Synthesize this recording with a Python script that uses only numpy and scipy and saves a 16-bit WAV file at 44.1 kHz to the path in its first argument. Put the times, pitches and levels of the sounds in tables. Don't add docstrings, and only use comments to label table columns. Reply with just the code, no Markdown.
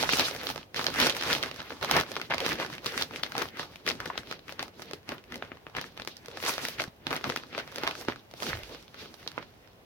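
import sys
import numpy as np
from scipy import signal
from scipy.fft import rfft, irfft, next_fast_len
from scipy.io import wavfile
from scipy.ndimage import uniform_filter1d

SR = 44100
rng = np.random.default_rng(int(sys.argv[2]) if len(sys.argv) > 2 else 0)


def persist_wave(psi):
    counts = np.round(np.clip(psi, -1, 1) * 32767).astype(np.int16)
    wavfile.write(sys.argv[1], SR, np.atleast_2d(counts).T)


N = 434370
TIME = np.arange(N) / SR

# (time [s], strength [dB], body: how much of the sheet moves [dB],
# edge: how sharp the crease is [dB], resonance of the flat patch [Hz])
LOUD_BUCKLES = [(0.0353, 8.5, 0, -11, 785), (0.0911, 10, -7, -6, 1730), (0.1339, 7, 13.5, 4, 2597),
                (0.1956, 8, 7, 11, 895), (0.2826, 0, -5.5, -7.5, 1600), (0.469, 0.5, -3, 0.5, 3630),
                (0.501, 0, 10, 3.5, 874), (0.5774, -2, -16.5, -3.5, 650), (0.7443, -5, 3, 4, 1950),
                (0.7613, -4.5, -15, -1.5, 2030), (0.7932, 4, 10, 1.5, 1003),
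                (0.8663, 10, -10.5, -1.5, 4340), (0.94, -5.5, -7.5, 8.5, 1570),
                (1.0006, 10.5, -21.5, 9, 294), (1.0681, 6.5, 14, 12, 1024), (1.0964, -0.5, 1, 15.5, 3140),
                (1.1666, 1, -11, 4.5, 246), (1.211, 3, -15, 1, 300), (1.235, 3, -9, 4, 285),
                (1.329, 5.5, -6.5, 7.5, 3560), (1.7049, 0.5, -5, -11, 432), (1.7195, -3, 6, -28.5, 605),
                (1.8269, 4, 0.5, -3.5, 384), (1.9117, 11, -3, 10, 810), (1.9656, 8.5, 17, 8, 970),
                (1.9997, -2, 19, 14.5, 1356), (2.1655, 8, -5.5, -8, 407), (2.2148, -1.5, 2.5, 4.5, 2290),
                (2.305, 4, 2, -10, 770), (2.3144, 10, -17.5, -32.5, 3400), (2.3222, 12, -14, -36, 3330),
                (2.344, 3, 9.5, 3, 810), (2.6476, -0.5, 3, -11.5, 1330), (2.4631, 8, 4, 5, 319),
                (2.8604, -2.5, 18, 15, 1144), (2.977, 4, -10.5, 6.5, 483), (3.0224, 2, 0, 9.5, 3900),
                (3.2342, 6, -10.5, 0, 3870), (3.3522, 3, 0.5, -10, 785), (3.3798, 3.5, -1, 8, 300),
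                (3.4221, 0.5, -5.5, 7, 790), (3.5953, 7.5, -11.5, -20, 282), (3.8643, -3, -13, 8, 2740),
                (3.889, -1, 11, 13, 5100), (3.915, -3, 16, 2, 3980), (4.0025, -2, 4, 3.5, 1490),
                (4.06, -5, -6, 0.5, 1610), (4.101, 5, -10, -33, 900), (4.177, -1.5, 14, 7, 3520),
                (4.3121, 1.5, -4, -0.5, 465), (4.493, -5.5, -15.5, -11, 2400), (4.5934, 3, -12, -6, 4400),
                (4.6274, -2.5, -1, 10, 760), (4.795, -10, 14.5, -9.5, 845), (4.9339, -2, 9.5, 5.5, 445),
                (5.0904, -4.5, 13, 7, 2500), (5.1217, -2, 9.5, -29.5, 355), (5.322, -8, 2, 5, 1840),
                (5.3568, -7, 11, 8, 460), (5.4238, 4.5, 0, -30.5, 3030), (5.5176, -3, 10, -31, 2550),
                (5.6667, -3, 5, -28, 2810), (5.75, -0.5, 4, -20, 2730), (5.767, 0, 1, 2, 1660),
                (5.7834, -1, 7, -19.5, 2060), (5.8129, -3, -3, 7.5, 422), (5.998, 0, -12.5, -6.5, 250),
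                (6.0744, 0.5, -3, 6.5, 342), (6.1677, -25, 5, 22.5, 4500), (6.259, -13, -5, 11, 250),
                (6.2831, -9.5, 11, 5.5, 470), (6.3724, -0.5, -7, -2.5, 513), (6.4264, 0, -8.5, -0.5, 460),
                (6.438, 1, 7, -6.5, 2340), (6.58, 4.5, -6, -1, 608), (6.7985, 3.5, -1.5, -5.5, 2240),
                (6.8189, 0.5, 0, 6, 564), (7.068, 4.5, 10.5, -4, 3600), (7.1126, 6, -9.5, -10.5, 271),
                (7.1286, 9, -7, -10.5, 296), (7.164, -1, 15.5, 8, 1390), (7.2413, 10, -21, -10, 300),
                (7.299, 8.5, -1.5, -3, 444), (7.361, 2, 1, 7.5, 1514), (7.373, -5, 18.5, 5, 2850),
                (7.579, 4, -2, -5, 550), (7.588, -1, 5, -3, 3240), (7.759, -4, 0, 11.5, 368),
                (7.7827, 0, 0, 3.5, 273), (7.8345, 8, 2, -7, 375), (7.875, 13, -14, -5.5, 286),
                (8.0843, 11, 8, -15, 412), (8.338, -13.5, 21.5, 5, 640), (8.4229, 3, 2, -4, 382),
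                (8.531, 5, -13, -25, 2060), (9.2641, -9.5, 7.5, -17, 508), (9.2758, -4, -13, 6, 4110),
                (9.3784, 6.5, 7, -40, 2750)]


def amp(db):
    return 10 ** (np.asarray(db) / 20)


def colour(points, hz):
    f, db = np.transpose(points)
    return np.interp(np.log(hz + 1), np.log(f), db)


def shape(x, points):
    size = next_fast_len(N)
    gain = amp(colour(points, np.fft.rfftfreq(size, 1 / SR)))
    return irfft(rfft(x, size) * gain, size)[..., :N]


def causal(db, size):
    cepstrum = irfft(np.log(amp(db)))
    cepstrum[1:size // 2] *= 2
    cepstrum[size // 2 + 1:] = 0
    return np.exp(rfft(cepstrum))


def unit(x):
    return x / np.sqrt(np.sum(x ** 2, axis=-1, keepdims=True))


def walk(rate):
    knots = rng.standard_normal(4096)
    return 1.66 * np.interp(TIME * rate, np.arange(len(knots)), knots)


def tone(hz, body_db, edge_db):
    body = np.interp(np.log(hz + 1), np.log([200, 1000]), [1, 0])
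    edge = np.interp(np.log(hz + 1), np.log([1500, 9000]), [0, 1])
    return body * body_db + edge * edge_db


def facet(hz, facet_hz, lift_db=9, octaves=0.34):
    distance = np.log2((hz + 1) / facet_hz) / octaves
    return lift_db * np.exp(-.5 * distance ** 2)


def ambience(gain_db=0):
    # (frequency [Hz], level [dB])
    background = [(25, -62), (52, -40.5), (75, -42.5), (95, -38), (250, -46), (320, -48), (380, -45),
                  (430, -45), (700, -48), (1400, -58.5), (3000, -62), (6000, -72), (8000, -77.5),
                  (16000, -70)]
    mid, side = shape(rng.standard_normal((2, N)), background)
    side = shape(side, [(100, -12), (2000, 3)])
    return amp(gain_db) * (mid + side * np.array([[1], [-1]]))


def hands():
    # (time of the peak [s], effort [dB], swell by 20 dB [s],
    # fade by 20 dB [s], edge: sliding is bright, bending dull [dB])
    strokes = [(0.005, -21.0, 0.055, 0.138, 1.2), (0.196, -20, 0.199, 0.199, 7),
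               (0.497, -27, 0.194, 0.058, 4.5), (0.574, -32.5, 0.055, 0.066, -3.5),
               (0.771, -24.5, 0.027, 0.323, 0.86), (1.028, -12, 0.088, 0.11, 0.2),
               (1.17, -30.5, 0.041, 0.11, 8.5), (1.32, -17.5, 0.119, 0.118, 1.85),
               (1.444, -26.5, 0.088, 0.122, -1.23), (1.602, -31.5, 0.031, 0.023, -4.5),
               (1.829, -21, 0.017, 0.066, -2.5), (1.969, -13, 0.099, 0.072, -3),
               (2.113, -33, 0.127, 0.222, -0.9), (2.316, -21.5, 0.021, 0.086, -11),
               (2.423, -25.5, 0.083, 0.156, -0.59), (2.517, -22, 0.131, 0.074, -0.8),
               (2.614, -23.5, 0.066, 0.105, -3.5), (2.722, -33, 0.061, 0.134, 0.22),
               (2.868, -30.5, 0.048, 0.174, 3), (3.017, -25, 0.156, 0.059, 0.95),
               (3.153, -32, 0.092, 0.195, -1.1), (3.415, -25.5, 0.126, 0.096, 0),
               (3.609, -27.5, 0.072, 0.069, -0.06), (3.723, -41.5, 0.061, 0.114, 4.5),
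               (3.884, -21.0, 0.034, 0.074, -0.09), (4.084, -31, 0.207, 0.101, -6.5),
               (4.182, -32, 0.056, 0.054, -8.5), (4.312, -35, 0.1, 0.102, -2),
               (4.497, -35.0, 0.04, 0.102, 0.39), (4.606, -28.5, 0.026, 0.084, -3.5),
               (4.798, -39.5, 0.048, 0.135, 1.5), (4.9, -38, 0.073, 0.071, -3.5),
               (5.118, -29, 0.059, 0.073, -7), (5.325, -35.5, 0.042, 0.213, -7),
               (5.776, -26.5, 0.035, 0.089, -7.5), (5.87, -43, 0.053, 0.041, 4.5),
               (6.005, -37.5, 0.06, 0.048, -4.5), (6.374, -35.5, 0.153, 0.086, -8.5),
               (6.488, -21.9, 0.083, 0.105, 9.5), (6.638, -28, 0.076, 0.176, 6.5),
               (6.799, -26, 0.019, 0.072, -0.47), (7.128, -24.5, 0.081, 0.116, -6.5),
               (7.258, -23.0, 0.033, 0.14, -8), (7.583, -29.0, 0.098, 0.093, -6.5),
               (7.885, -27.5, 0.168, 0.062, -7), (8.021, -34.0, 0.13, 0.074, 7),
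               (8.085, -25.5, 0.015, 0.074, -16.5), (8.422, -32, 0.031, 0.084, 0.83),
               (8.491, -27, 0.13, 0.167, 4.5), (8.743, -37.5, 0.233, 0.096, 1.59),
               (9.02, -38, 0.091, 0.139, 3.5), (9.229, -47, 0.223, 0.185, 6),
               (9.385, -40, 0.109, 0.154, -2.5)]
    # (time [s], effort [dB])
    hold = [(0.0, -36.0), (0.45, -38.5), (0.72, -65), (0.9, -41.5), (1.7, -41), (2.9, -52.5), (3.8, -54.0),
            (4.3, -56), (5.1, -62.5), (5.9, -53), (6.6, -50), (6.98, -62), (7.3, -52.5), (7.9, -40.5),
            (8.3, -58), (8.6, -49.5), (9.3, -54.5), (9.85, -60)]
    hold_edge_db = 3
    settle_db, strain_s, settle_s, settle_edge = -40.5, 0.012, 0.09, 0.4
    swell_curve, fade_curve = 1.4, 1.1
    settling = [(s + .004, db + settle_db, strain_s, settle_s, settle_edge * edge_db)
                for s, db, _, edge_db, _ in LOUD_BUCKLES]
    t = np.linspace(0, N / SR, num=5000)
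    power = amp(np.interp(t, *np.transpose(hold))) ** 2
    treble = power * amp(hold_edge_db)
    for s, db, swell_s, fade_s, edge_db in strokes + settling:
        before = np.maximum((s - t) / swell_s, 0) ** swell_curve
        after = np.maximum((t - s) / fade_s, 0) ** fade_curve
        stroke = amp(db - 20 * np.minimum(before + after, 10)) ** 2
        power = power + stroke
        treble = treble + stroke * amp(edge_db)
    effort_db = np.interp(TIME, t, 10 * np.log10(power))
    edge_db = np.interp(TIME, t, 20 * np.log10(treble / power))
    return effort_db, edge_db


def crackle(rate=1300, spread_db=2.0, smear_s=0.0022, facet_db=4, size=512):
    facets = np.geomspace(350, 13000, num=14)
    hz, out = np.fft.rfftfreq(size, 1 / SR), 0
    for facet_hz in facets:
        pulses = (rng.random(N) < rate / len(facets) / SR) * rng.choice([-1, 1], N)
        pulses = pulses * amp(spread_db * np.minimum(rng.exponential(size=N), 3))
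        decay = np.exp(-np.arange(size) / SR / smear_s * np.sqrt(facet_hz / 2000))
        flutter = unit(rng.standard_normal((2, size)) * decay)
        resonance = causal(facet(hz, facet_hz, lift_db=facet_db) - facet_db / 4, size)
        flutter = irfft(rfft(flutter) * resonance, size)
        out = out + signal.oaconvolve(unit(pulses)[None], flutter, axes=1)[:, :N]
    return out * np.sqrt(N / len(facets))


def ticks(rate=15, tick_db=27, spread_db=3, ring_s=0.00041, size=256):
    scatter = np.clip(rng.standard_normal(N), -2, 2)
    pulses = (rng.random(N) < rate / SR) * amp(tick_db + spread_db * scatter)
    flutter = rng.standard_normal((2, size)) * np.exp(-np.arange(size) / SR / ring_s)
    bright = unit(signal.lfilter([1, -.5], [1], flutter))
    return signal.oaconvolve(pulses[None], bright, axes=1)[:, :N]


def rustle(effort_db, edge_db, gain_db=-1, grip_db=2, flicker_db=2.5, wide_hz=2000,
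           crackle_share=0.9, slide_per_db=1.14, force_per_db=0.77, lag_s=.0001):
    # (frequency [Hz], level [dB])
    rustle_colour = [(30, -21), (55, -6.5), (100, -0.5), (200, 0.5), (400, 2.5), (700, -3), (1400, -2),
                     (2800, -3.5), (4500, -6), (6000, -11.5), (7400, -21.5), (9000, -23.5), (11000, -20),
                     (16000, -22.5)]
    body_per_db, body_even_db, body_top_db, slide_body = 0.3042, -27, 9, 0.43
    body_db = np.minimum(body_per_db * (body_even_db - effort_db), body_top_db)
    body_db = body_db - slide_body * np.maximum(edge_db, 0)
    share = np.clip(crackle_share + force_per_db * effort_db - slide_per_db * edge_db, .05, .95)
    source = np.sqrt(share) * crackle() + np.sqrt(1 - share) * rng.standard_normal((2, N))
    source = source + ticks() / (1 + amp(effort_db + 18.5))
    size = next_fast_len(N)
    hz = np.fft.rfftfreq(size, 1 / SR)
    mid, side = rfft(source, size) * amp(colour(rustle_colour, hz))
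    apart = np.clip(0.07 + 0.45 * hz ** 2 / (hz ** 2 + wide_hz ** 2), 0, 1)
    spectrum = np.sqrt(1 - apart) * mid + np.sqrt(apart) * side * np.array([[1], [-1]])
    spectrum[1] *= np.exp(-2j * np.pi * hz * lag_s)
    level_db = effort_db + gain_db + grip_db * share * walk(70)
    centres = 125 * 2. ** np.arange(8)
    out = 0
    for centre, pick in zip(centres, np.eye(len(centres))):
        band_gain = np.interp(np.log(hz + 1), np.log(centres), pick)
        band = irfft(spectrum * band_gain, size)[:, :N]
        band_db = level_db + tone(centre, body_db, edge_db) + flicker_db * walk(35)
        out = out + band * amp(band_db)
    return out


def tray_walls(x, ring_db=-25, size=8192):
    # (frequency [Hz], time to fall 60 dB [s], relative level [dB])
    wall_modes = [(162, 0.15, -21), (245, 0.42, -9), (332, 0.063, -43), (411, 0.13, 7), (440, 0.099, -74),
                  (538, 0.094, -25.5), (598, 0.012, 28.5)]
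    t = np.arange(size) / SR
    ring = sum(amp(db - 60 * t / t60) * np.cos(2 * np.pi * hz * t) for hz, t60, db in wall_modes)
    return amp(ring_db) * signal.oaconvolve(x.mean(axis=0), unit(ring))[:N]


def workshop(x, echo_db=-13, echo_s=.0095, tail_db=-11, t60=0.12, size=16384):
    t = np.arange(size) / SR
    near, far = rng.standard_normal((2, 2, size))
    echo = unit(near * (t > echo_s) * np.exp(-abs(t - echo_s) / 0.00096))
    tail = unit(far * np.clip(t / 0.0013 - 1, 0, 1) * amp(-60 * t / t60))
    return signal.oaconvolve(x, amp(echo_db) * echo + amp(tail_db) * tail, axes=1)[:, :N]


def small_snaps(effort_db, edge_db, crowding=0.6, count=240):
    start_db, follow, top_db, spread_db = -6, 0.71, 1.5, 3
    crease_edge_db, edge_spread_db, body_db = 1, 5.5, 1
    when, facets = rng.random((count, 2)).T
    strength, edge = np.clip(rng.standard_normal((count, 2)), -2, 2).T
    bend_db = effort_db - 0.6 * np.maximum(edge_db, 0)
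    work = np.cumsum(amp(crowding * bend_db))
    at = np.searchsorted(work, (np.arange(count) + when) / count * work[-1])
    db = np.minimum(start_db + follow * (bend_db[at] + 32.5), top_db) + spread_db * strength
    crease_db = edge_db[at] + crease_edge_db + edge_spread_db * edge
    facet_hz = 400 * (4000 / 400) ** facets
    return list(zip(TIME[at], db, np.full(count, body_db), crease_db, facet_hz))


def snaps(buckles, gain_db=0, flutter_db=0, flutter_s=0.0019, bass_flutter_s=0.0041,
          lag_s=.0001, spread_s=0.00073, size=2048):
    # (frequency [Hz], level [dB])
    snap_colour = [(40, -46), (100, -13), (180, -9), (360, -4.5), (700, -4), (1400, -0.5), (2800, -4.5),
                   (4500, -6), (6000, -10.5), (7400, -24), (11000, -23.5), (16000, -27)]
    # (time [s], left minus right [dB])
    hand_pan = [(0, -2), (1.9, -1), (3.6, 2.5), (6.4, 1.5), (7.9, 0), (9.3, -5.5)]
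    pan_spread_db = 2
    t, hz = np.arange(size) / SR, np.fft.rfftfreq(size, 1 / SR)
    bass = 1 / (1 + (hz / 700) ** 2)
    delay_s = spread_s / np.sqrt(1 + hz / 1000)
    dispersion = np.exp(-2j * np.pi * np.cumsum(delay_s) * hz[1])
    out = np.zeros((2, N + 2 * size))
    for s, db, body_db, edge_db, facet_hz in buckles:
        noise, place = rng.standard_normal((4, size)), rng.standard_normal()
        pan_db = np.interp(s, *np.transpose(hand_pan)) - pan_spread_db * place
        push = rfft(unit(noise[3] * np.exp(-t / 0.00039)))
        push = push / np.sqrt(uniform_filter1d(abs(push) ** 2, size=16))
        long_waves = rfft(unit(noise[0] * np.exp(-t / bass_flutter_s))) * np.sqrt(bass)
        short_waves = rfft(unit(noise[1:3] * np.exp(-t / flutter_s))) * np.sqrt(1 - bass)
        wave = push + amp(flutter_db) * (long_waves + short_waves)
        wave = wave / np.sqrt(uniform_filter1d(np.mean(abs(wave) ** 2, axis=0), size=44))
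        snap_db = colour(snap_colour, hz) + tone(hz, body_db, edge_db) + facet(hz, facet_hz)
        wave = wave * dispersion * causal(snap_db, size)
        side_db = gain_db + db + np.array([[pan_db], [-pan_db]]) / 2
        left, right = irfft(wave) * np.linspace(1, 0, size) * amp(side_db)
        start = int(s * SR)
        late = max(start + round(lag_s * SR * (1 + 0.28 * place)), 0)
        out[0, start:start + size] += left
        out[1, late:late + size] += right
    return out[:, :N]


def flops(rise_s=0.00092, size=16384):
    # (time [s], level [dB], frequency [Hz], time to fall 60 dB [s])
    floor_flops = [(6.879, -29.5, 168, 0.029), (8.486, -33, 156, 0.13), (8.5, -45, 60.4, 0.2),
                   (8.539, -32.5, 110, 0.2), (8.56, -37, 79, 0.15), (8.63, -46, 52, 0.33)]
    t = np.arange(size) / SR
    out = np.zeros(N + size)
    for s, db, hz, t60 in floor_flops:
        start = int(s * SR)
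        envelope = amp(db - 60 * t / t60) * (1 - np.exp(-t / rise_s))
        out[start:start + size] += envelope * np.sin(2 * np.pi * hz * t)
    return out[:N]


def scene(rustle_room_db=-6):
    effort_db, edge_db = hands()
    rubbing = rustle(effort_db, edge_db)
    cracks = snaps(LOUD_BUCKLES + small_snaps(effort_db, edge_db))
    sheet = cracks + amp(rustle_room_db) * rubbing
    return cracks + rubbing + flops() + tray_walls(sheet) + workshop(sheet) + ambience()


def record(dry):
    # (frequency [Hz], level [dB])
    port_balance = [(250, -0.5), (550, -0.5), (1100, -0.5), (2500, 1.5), (4500, -3.5), (8000, -2.5),
                    (14000, 0.5)]
    top_hz = 16000
    ports = np.array([shape(x, [(hz, sign * db / 2) for hz, db in port_balance])
                      for x, sign in zip(dry, (1, -1))])
    return signal.sosfilt(signal.ellip(10, .2, 70, top_hz, fs=SR, output="sos"), ports)


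dry = scene()
out = record(dry)
persist_wave(out)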